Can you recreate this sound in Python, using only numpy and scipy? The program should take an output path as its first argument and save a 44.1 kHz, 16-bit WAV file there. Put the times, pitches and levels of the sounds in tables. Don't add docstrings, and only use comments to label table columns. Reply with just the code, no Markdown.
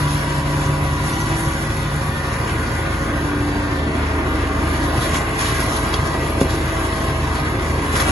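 import sys
import numpy as np
from scipy import signal
from scipy.fft import rfft, irfft, next_fast_len
from scipy.io import wavfile
from scipy.ndimage import uniform_filter1d

SR = 44100
rng = np.random.default_rng(int(sys.argv[2]) if len(sys.argv) > 2 else 0)


def boost_factor(decibels):
    exponent = np.asarray(decibels, float) / 20
    return 10 ** exponent


def log_audio(samples):
    frames = np.atleast_2d(samples).T
    limited = np.clip(frames, -1, 1)
    pcm = np.round(limited * 32767).astype(np.int16)
    wavfile.write(sys.argv[1], SR, pcm)


N = 357643
TIME = np.arange(N) / SR
STEP = 32
SIZE = next_fast_len(N)
HZ = np.arange(SIZE // 2 + 1) * SR / SIZE + 1e-3

CYCLE_HZ, ROTOR_HZ, PUMP_HZ = 12.875, 36.27, 327.1
LAG_S = 0.00016

# time_s, speed [share of working speed]
SHAFT_SPEED = [(0, 1.001), (.6, 1.001), (1.1, .998), (1.7, 1.0037), (2.3, 1.0022), (3.2, 1.005),
               (3.65, 1.003), (3.87, .987), (4.1, .9777), (4.35, .972), (4.7, .989), (5.0, 1.0006),
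               (5.9, .9986), (6.5, .9945), (7.1, .9963), (8.11, .996)]


def columns(table):
    s, *cols = np.transpose(table)
    return [np.interp(TIME, s, c) for c in cols]


def shape(points, hz=HZ):
    f, db = np.transpose(points)
    return np.interp(np.log(hz), np.log(f), db)


def unit(x):
    return x / np.sqrt(np.mean(x ** 2))


def walk(rate):
    count = len(TIME[::STEP])
    hold = int(SR / STEP / rate)
    held = np.repeat(rng.standard_normal(count // hold + 1), hold)
    slewed = uniform_filter1d(uniform_filter1d(held, hold), hold)
    return unit(slewed[:count])


def fine(slow):
    return np.interp(TIME, TIME[::STEP], slow).astype(np.float32)


def loaded(idle_db, gain_db):
    # time_s, load [share of full load]
    effort = [(0, 0.26), (.8, 0.16), (1.2, 0.082), (2.2, 0.0073), (2.65, 0.54), (3.0, 0.43), (3.4, 0.61),
              (3.8, 0.72), (4.1, 0.89), (4.6, 1.02), (5.2, 0.83), (5.45, 0.63), (5.8, 0.77), (6.4, 0.78),
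              (7.0, 0.66), (7.93, 0.85), (7.97, 1.36), (8.11, 1.43)]
    return idle_db + gain_db * columns(effort)[0]


def swells(rows, rest_db, rise_share=1):
    t = TIME[::STEP]
    power = boost_factor(np.broadcast_to(rest_db, N)[::STEP]) ** 2
    for s, wide_s, db in rows:
        width_s = np.where(t < s, rise_share * wide_s, wide_s)
        power = power + boost_factor(db - 6 * ((t - s) / width_s) ** 2) ** 2
    return fine(10 * np.log10(power))


def ports(mid, other, lag_s):
    # pitch_hz, level_db
    side_db = [(60, -60), (110, -26), (200, -13.5), (350, -16), (630, 0.5), (1140, 0.5), (2060, 1.5),
               (3710, 1), (6700, 0), (12100, 0)]
    # pitch_hz, level_db
    lean_db = [(60, 2), (110, 2), (200, -3), (350, 1.5), (630, -4), (1140, 2.5), (2060, 0.7), (3710, -1),
               (6700, -2), (12100, -3)]
    late = 0.36 * np.sin(2 * np.pi * HZ * lag_s)
    tied = np.tanh(shape(lean_db) / 6) - 1j * late
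    tied = tied / np.maximum(1, np.abs(tied))
    untied = np.sqrt(np.maximum(0, 1 - np.abs(tied) ** 2))
    return np.array([mid, boost_factor(shape(side_db)) * (tied * mid + untied * other)])


def bands(pair, edges_hz, gains_db, flicker_db, flicker_rate):
    out, octave = np.zeros((2, N), np.float32), np.log2(HZ)
    for lo, hz, hi, db in zip(edges_hz, edges_hz[1:], edges_hz[2:], gains_db):
        window = np.interp(octave, np.log2([lo, hz, hi]), [0, 1, 0])
        gain = fine(boost_factor(db[::STEP] + flicker_db * walk(flicker_rate)))
        out += gain * irfft((pair * window).astype(np.complex64), SIZE)[:, :N]
    return np.array([out[0] + out[1], out[0] - out[1]])


def tones(turns, orders, levels_db, wobble_db, wander, lag_s, lean_db, locked=False):
    out, hz = np.zeros((2, N), np.float32), turns[-1] / TIME[-1]
    for k, db in zip(orders, levels_db):
        start = rng.random()
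        cycles = k * turns + fine((.75 if locked else start) + wander * walk(9))
        phase = (cycles - np.floor(cycles)).astype(np.float32) * float(2 * np.pi)
        lag = float(np.pi * k * hz * lag_s)
        lean = lean_db * min(1., k * hz / 1000) ** 2 / 2
        gain = fine(np.sqrt(2) * boost_factor(np.broadcast_to(db, N)[::STEP] + wobble_db * walk(7)))
        out[0] += gain * float(boost_factor(lean)) * np.sin(phase - lag)
        out[1] += gain * float(boost_factor(-lean)) * np.sin(phase + lag)
    return out


def ring(s, hz, db, t60):
    out, first = np.zeros(N), int(s * SR) + 1
    t = TIME[first:first + SR // 4] - s
    out[first:first + len(t)] = boost_factor(db - 60 * t / t60) * (np.sin(2 * np.pi * hz * t) if hz else 1)
    return out


def roar(turns):
    # pitch_hz, level_db [per Hz]
    roar_db = [(15, -32), (25, -17), (75, -3.5), (143, -2.5), (195, -13), (306, -4), (482, -12.5),
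               (543, -14.5), (612, -16.5), (1010, -17.5), (1310, -20.5), (1970, -20.5), (3100, -32),
               (3750, -34.5), (7500, -45), (9750, -74), (16500, -120)]
    cycle = 2 * np.pi * CYCLE_HZ * turns
    push = 1 + 0.077 * np.cos(cycle) + 0.1 * np.cos(2 * cycle)
    push += 0.051 * np.cos(4 * cycle) + 0.016 * np.cos(6 * cycle)
    noise = rfft(push * rng.standard_normal((2, N)), SIZE) * boost_factor(shape(roar_db[:-2]))
    edges_hz = 20 * 2 ** np.arange(0, 9.6, .5)
    rumble = loaded(-31, 0.47)
    drum = loaded(-35.5, 5.8)
    clatter = loaded(-31, 4)
    gains = [rumble if hz < 170 else drum if hz < 480 else clatter for hz in edges_hz[1:]]
    scale = np.std(irfft(noise[0] * (HZ > 480), SIZE))
    return bands(ports(*noise, LAG_S), edges_hz, gains, flicker_db=1.4, flicker_rate=10) / scale


def gear_mesh(turns):
    mesh_hz = (542, 1061.8, 1098.2, 1134, 1238.8, 790.2, 921, 1035.2, 1204, 1600, 2417)
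    # peak_s, width_s [6 dB down], level_db
    mesh_swells = [
        [(1.0, 0.91, -38.5), (2.9, 0.74, -39), (5.8, 0.4, -42), (6.6, 0.43, -44), (8.1, 0.26, -38)],
        [(.8, 0.64, -40), (3.0, .5, -44.5), (5.0, 0.31, -37), (5.8, 0.56, -39), (7.05, 0.18, -33)],
        [(3.3, .4, -43), (4.3, 0.36, -40), (5.8, 0.8, -37), (7.1, 0.4, -37), (7.9, .3, -38)],
        [(.9, .9, -40.5), (2.3, 0.4, -38), (3.8, 0.2, -43.5), (5.9, .5, -45)],
        [(2.3, .3, -42), (4.6, 0.54, -40), (5.9, 0.41, -38.5), (7.4, 0.43, -38)],
        [(1.2, 0.67, -44), (4.8, 0.74, -41.5), (7.1, 0.79, -41.5)],
        [(3.5, 0.82, -45), (6.4, 0.41, -41), (7.7, 0.51, -38.5)],
        [(2.6, 0.91, -44), (5.0, 0.26, -47), (6.0, 0.47, -37.5), (7.9, 0.56, -35.5)],
        [(2.9, .5, -41), (4.9, 0.89, -40.5), (6.3, 0.37, -38.5)],
        [(2.2, .8, -61), (3.4, .3, -43)],
        [(2.3, 0.34, -46.5), (4.6, .2, -52), (7.8, 0.37, -52)],
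    ]
    mesh_rest_db = (-44.5, -53, -59, -49, -47, -50, -45.5, -52.5, -51.5, -51, -76)
    # pitch_hz, level_db
    sidebands = [(530.8, -49), (599.5, -52.5), (953.8, -45.5), (1008.5, -46), (1025.8, -46), (1129, -46.5),
                 (1275, -53.5), (1945, -44.5)]
    levels = map(swells, mesh_swells, mesh_rest_db)
    gears = tones(turns, mesh_hz, levels, wobble_db=1.8, wander=.04, lag_s=0, lean_db=3.5)
    gears += tones(turns, *np.transpose(sidebands), wobble_db=4.1, wander=.05, lag_s=.00006, lean_db=1.0)
    return gears


def pump_song(turns):
    piston_orders = (1, 2, 3, 6, 5)
    # peak_s, width_s [6 dB down], level_db
    piston_swells = [
        [(0, 0.41, -38), (1.35, 0.26, -30), (3.1, 0.6, -35.5), (4.9, 0.49, -34), (6.65, 0.25, -28.5)],
        [(.3, 1, -43), (4.4, 0.9, -37.5), (5.6, .6, -36), (6.8, 0.57, -33), (7.7, .6, -43)],
        [(.1, 0.47, -30.5), (.75, 0.38, -31), (1.3, 0.22, -31.5), (1.9, 0.06, -40), (2.6, .3, -41),
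         (6.6, .6, -44), (7.8, .71, -41)],
        [(1.1, .62, -35), (3.0, .35, -50), (4.3, 0.93, -37.5), (5.8, 0.36, -41.5), (7.2, .5, -35),
         (8.1, .35, -41)],
        [(.3, .6, -42), (1.6, .6, -43), (2.8, .6, -43), (5.3, .8, -41), (6.6, .2, -45), (7.4, .2, -37),
         (7.98, .15, -30.5)],
    ]
    piston_rest_db = (-42.5, -48, -50, -47, -48)
    # peak_s, width_s [6 dB down], level_db
    whistles = [
        [(2.85, .15, -53), (3.46, .06, -43), (3.56, .05, -43.5), (3.65, .04, -49)],
        [(2.73, .05, -52)],
    ]
    # order [multiple of pump pitch], level_db
    weak = [(4, -54), (7, -56), (8, -59), (9, -57), (10, -62), (11, -64), (12, -68)]
    shaft = PUMP_HZ * turns
    levels = map(swells, piston_swells, piston_rest_db)
    pump = tones(shaft, piston_orders, levels, wobble_db=1.3, wander=.04, lag_s=.00024, lean_db=1.5)
    levels = map(swells, whistles, (-57, -73))
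    pump += tones(shaft, (13.98, 13.7), levels, wobble_db=2, wander=.05, lag_s=LAG_S, lean_db=0)
    pump += tones(shaft, *np.transpose(weak), wobble_db=2.5, wander=0.05, lag_s=LAG_S, lean_db=0)
    return pump


def engine_firing(turns):
    # order [multiple of engine cycle], level_db
    weak = [(5, -62), (8, -41), (9, -38.5), (10, -45), (12, -36.5), (15, -40.5), (18, -39), (20, -41.5),
            (23, -48), (27.5, -45.5), (29.5, -40.5), (35, -55.5), (55, -50)]
    shaft = CYCLE_HZ * turns
    second = loaded(-31.5, 2.5)
    speed_lost_percent = 100 * (1 - columns(SHAFT_SPEED)[0])
    third = loaded(-31, 4.9) + 1.5 * speed_lost_percent
    engine = tones(shaft, (4, 6), (second, third), wobble_db=.8, wander=.02, lag_s=.00028, lean_db=0,
                   locked=True)
    engine += tones(shaft, *np.transpose(weak), wobble_db=1.9, wander=0.059, lag_s=0.00018, lean_db=0,
                    locked=True)
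    return engine


def rotor_hum(turns):
    row_orders = (4, 8, 40, 49.68, 12, 39)
    # peak_s, width_s [6 dB down], level_db
    row_swells = [
        [(.4, 1.0, -23), (2.0, 0.25, -29), (3.15, 0.6, -35), (4.6, 0, -36), (7.7, 1.5, -36.5)],
        [(.5, 0.84, -31.5), (3.4, 0.5, -27.5), (4.3, 0.75, -29.5), (6.7, 0.15, -36), (7.6, -1.5, -37)],
        [(1.5, 0.3, -37), (2.1, 0.5, -43), (2.65, 0.46, -35.5), (3.4, 1.5, -43)],
        [(2.25, 0.3, -34.5), (3.45, 0.5, -37.5)],
        [(4.3, 0.3, -35.5), (5.4, 0.4, -37), (6.0, 1.1, -41), (7.6, 1, -38.5)],
        [(1.25, -0.2, -36), (2.6, 3, -45.5)],
    ]
    row_rest_db = (-38, -40, -50, -58, -50, -53)
    # order [multiple of rotor turn], level_db
    weak = [(1, -52), (2, -43.5), (3, -34), (6, -42), (7, -48.5), (41, -44.5), (43, -43.5)]
    shaft = ROTOR_HZ * turns
    levels = map(swells, row_swells, row_rest_db)
    rotor = tones(shaft, row_orders, levels, wobble_db=1.66, wander=0.024, lag_s=0.00012, lean_db=0)
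    rotor += tones(shaft, *np.transpose(weak), wobble_db=1.9, wander=0.06, lag_s=0.00019, lean_db=0)
    return rotor


def snaps():
    # start_s, peak_db, pitch_hz, t60_s
    snap_events = [(1.1323, -23.5, 6040, 0.036), (1.1424, -33, 3500, 0.03), (1.1564, -27, 5900, 0.021),
                   (1.21, -24, 6040, 0.034), (1.2194, -24, 5880, 0.017), (4.372, -28, 2890, .025),
                   (4.4732, -23.5, 2880, .025), (4.8029, -31, 2650, .025), (5.657, -22, 1930, .03),
                   (5.723, -20.5, 5250, 0.022), (4.6573, -26, 2940, 0.027), (4.84, -22, 1930, .025),
                   (4.9257, -28.5, 3670, .025), (5.1507, -28, 3850, 0.032), (5.3662, -30, 2570, .02),
                   (5.3916, -16.5, 2520, 0.043), (5.461, -19, 2870, 0.047), (5.469, -20, 3600, .04),
                   (5.61, -22, 3280, 0.032), (5.7698, -26, 3820, .025), (5.94, -14, 3330, 0.054),
                   (5.9415, -20, 4500, .03), (6.1481, -27, 1640, .03), (6.8386, -32, 1950, 0.032),
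                   (7.5968, -25, 1620, 0.028), (7.928, -26, 1970, .03), (6.0601, -26, 3000, 0.033),
                   (6.4103, -20, 3520, 0.031), (6.4994, -27, 3220, 0.03), (6.7306, -31.5, 3270, 0.03),
                   (7.4744, -31, 2890, 0.027), (7.9558, -15.5, 1610, 0.06), (8.002, -15, 4100, .03)]
    rings, puffs = np.zeros(N), np.zeros(N)
    splinter_band = signal.butter(2, [1800, 5500], "bandpass", fs=SR, output="sos")
    splinters = signal.sosfilt(splinter_band, rng.standard_normal((2, N)))
    for s, db, hz, t60 in snap_events:
        chink = hz > 5000
        rings += ring(s, hz, db - (4 if chink else 6), (1.8 if chink else 1) * t60)
        puffs += ring(s, 0, db - (14 if chink else -2.5), 0.61 * t60)
    return rings + puffs * splinters


def stone_on_hood():
    # pitch_hz, level_db, t60_s
    hood_modes = [(135, -7, .12), (225, -13, .04), (266, -.5, .13), (335, -8, .04), (390, -7, .07),
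                  (550, -5, .08), (680, -.5, .022), (1100, -2.5, .016), (1900, -12, .012),
                  (2800, -13, .012)]
    rings = np.zeros(N)
    for hz, db, t60 in hood_modes:
        arrives_s = 6.4125 + .0009 * np.sqrt(1000 / hz)
        sign = -1 if 200 < hz < 450 else 1
        rings += sign * ring(arrives_s, hz, db - 7.5, t60)
    return rings


def shredding(turns):
    # pitch_hz, level_db [per Hz]
    stalk_db = [(500, -4), (1000, 5.5), (1700, 3), (2500, -1.5), (3500, -3.5), (5000, -6), (7500, -6)]
    # time_s, level_db
    feed = [(0, -36), (.5, -38.5), (1.25, -39), (2.5, -40), (3.3, -43.5), (4.3, -45.5), (4.5, -42),
            (5.3, -39.5), (5.7, -34), (6.15, -39.5), (7.0, -38.5), (7.55, -43), (7.85, -39.5), (8.11, -30)]
    # peak_s, width_s [6 dB down], level_db
    clumps = [(1.18, 0.56, -39), (4.7, 0.1, -40), (4.845, .03, -40.5), (4.97, -0.05, -35),
              (5.025, .05, -31.5), (5.1, -0.05, -34.5), (5.15, -0.04, -30), (5.395, -0.03, -30),
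              (5.43, 0.14, -35.5), (5.468, 0.07, -32.5), (5.56, 0.2, -44), (5.61, 0.05, -33),
              (5.7, .04, -36.5), (5.77, 0.03, -34), (5.942, 0.03, -34), (6.06, .03, -36.5),
              (6.345, 0.3, -49), (6.412, -0.02, -32), (6.5, 0.02, -35), (6.68, .1, -42), (6.84, .03, -41),
              (6.97, 0, -41), (7.195, .1, -44), (7.36, 0.05, -36), (7.65, 0.15, -41), (7.93, -0.05, -38),
              (7.965, 0.03, -28.5), (8.005, -0.02, -25.5), (8.045, 0, -29), (8.09, 0.02, -31.5)]
    rows = 1 + .03 * np.cos(2 * np.pi * ROTOR_HZ * turns)
    cracks = (rng.random(N) < 2500 / SR) * boost_factor(2.0 * rng.exponential(size=N))
    crackle = 1 + .4 * unit(uniform_filter1d(cracks, 30))
    grit = rows * fine(boost_factor(1.1 * walk(35))) * crackle
    noise = rfft(grit * rng.standard_normal((2, N)), SIZE) * boost_factor(shape(stalk_db))
    edges_hz = 300 * 2 ** np.arange(0, 6.1, .4)
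    scale = np.std(irfft(noise[0] * (HZ > 3000) * (HZ < 7500), SIZE))
    gust_db = swells(clumps, columns(feed)[0], rise_share=0.37) - 1.5
    pair = ports(*noise, lag_s=0.0003)
    return bands(pair, edges_hz, [gust_db] * len(edges_hz), flicker_db=1.34, flicker_rate=24) / scale


def scene():
    turns = np.cumsum(columns(SHAFT_SPEED)[0]) / SR
    driveline = gear_mesh(turns) + pump_song(turns) + engine_firing(turns) + rotor_hum(turns)
    return roar(turns) + driveline + snaps() + stone_on_hood() + shredding(turns)


def valleys(dips):
    return sum(db * np.exp(-((HZ - hz) / wide) ** 2) for hz, wide, db in dips)


def patches(frames, lines, tall, wide):
    tiles = rng.standard_normal((2, frames // tall + 1, lines // wide))
    return np.kron(tiles, np.ones((1, tall, wide)))[:, :frames]


def thin(pair, patchy_db=4.5, mottle_db=5):
    # pitch_hz, level_db
    step_db = [(200, -22), (500, -16), (1000, -10), (2200, -3.5), (3200, -1), (5000, -2), (7500, 0),
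               (11000, -2)]
    hop, lead = 1024, 1814
    window = signal.windows.kaiser_bessel_derived(2 * hop, 4 * np.pi)
    at = np.arange(2 * hop)[:, None] + .5 + hop / 2
    line = np.arange(hop) + .5
    waves = window[:, None] * np.sqrt(2 / hop) * np.cos(np.pi / hop * at * line)
    blocks = np.pad(pair, ((0, 0), (lead, 2 * hop - (lead + N) % hop))).reshape(2, -1, hop)
    lines = blocks[:, :-1] @ waves[:hop] + blocks[:, 1:] @ waves[hop:]
    frames = lines.shape[1]
    mean = np.mean(lines ** 2, axis=0)
    mean = uniform_filter1d(uniform_filter1d(mean, size=24, axis=1), size=3, axis=0)

    mottle = patches(frames, hop, 4, 4)
    weak = np.clip(2 - lines ** 2 / (4 * mean + 1e-20), 0, 1) * np.clip(line / 110, 0, 1)
    lines = lines * boost_factor(mottle_db * weak * (np.minimum(mottle, .5) + .02))

    coarse_db = shape(step_db, line * SR / 2 / hop) + patchy_db * patches(frames, hop, 2, 8)
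    step = np.sqrt(np.abs(mean) + 1e-20) * boost_factor(coarse_db)
    lines = np.sign(lines) * step * np.floor((np.abs(lines) / step) ** .75 + .4) ** (4 / 3)
    out = np.zeros_like(blocks)
    out[:, :-1] += lines @ waves[:hop].T
    out[:, 1:] += lines @ waves[hop:].T
    return out.reshape(2, -1)[:, lead:lead + N]


def top_cut(x):
    return signal.sosfilt(signal.butter(12, 12670, fs=SR, output="sos"), x)


def record(dry):
    # pitch_hz, level_db
    mid_top = [(2000, -0.5), (2800, 0.5), (3800, 1.5), (5300, -1), (6600, 0), (7500, -0.5), (7750, -16.5),
               (8100, -14), (8500, -39), (9100, -16), (9400, -5), (9700, -0.5), (11200, 4), (11750, -7),
               (12000, -38), (12300, -62)]
    # pitch_hz, level_db
    side_top = [(2000, -2), (3000, 0.5), (4000, -1.5), (5300, 0.5), (6100, -1), (6600, -15), (7200, -5),
                (8100, 3.5), (9300, 2.5), (9900, -2.5), (10500, -18), (12300, -52)]
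    # pitch_hz, width_hz, depth_db
    mid_dips = [(509, 23, -1.5), (610, 24, -0.5), (855, 26, -3), (1155, 34, 1.5), (1325, 46, -4),
                (1512, 24, -4), (1740, 41, -3), (1848, 27, -8), (2206, 69, -3), (2490, 55, -4),
                (2780, 36, -7), (3108, 78, -6), (3615, 57, -4), (4080, 61, -3.5), (4700, 70, -4),
                (5120, 90, -3.5), (5650, 68, -7), (6340, 90, -1.5), (7240, 110, -4)]
    # pitch_hz, width_hz, depth_db
    side_dips = [(760, 97, -5), (1110, 49, -2), (1330, 60, -4), (2260, 70, -2), (2520, 100, -9),
                 (2740, 60, -5), (3130, 90, -6), (3650, 150, -6), (3960, 100, -5), (4250, 120, -9),
                 (4650, 100, -3), (4960, 100, -6), (5700, 120, -5)]
    mid_gain = boost_factor(shape(mid_top) + valleys(mid_dips))
    side_gain = boost_factor(shape(side_top) + valleys(side_dips))
    mid = irfft(rfft(dry[0] + dry[1], SIZE) * mid_gain, SIZE)[:N] / 2
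    side = irfft(rfft(dry[0] - dry[1], SIZE) * side_gain, SIZE)[:N] / 2
    mid, side = thin(np.array([mid, side]))
    return top_cut(np.array([mid + side, mid - side]))


dry = scene()
out = record(dry)
log_audio(out)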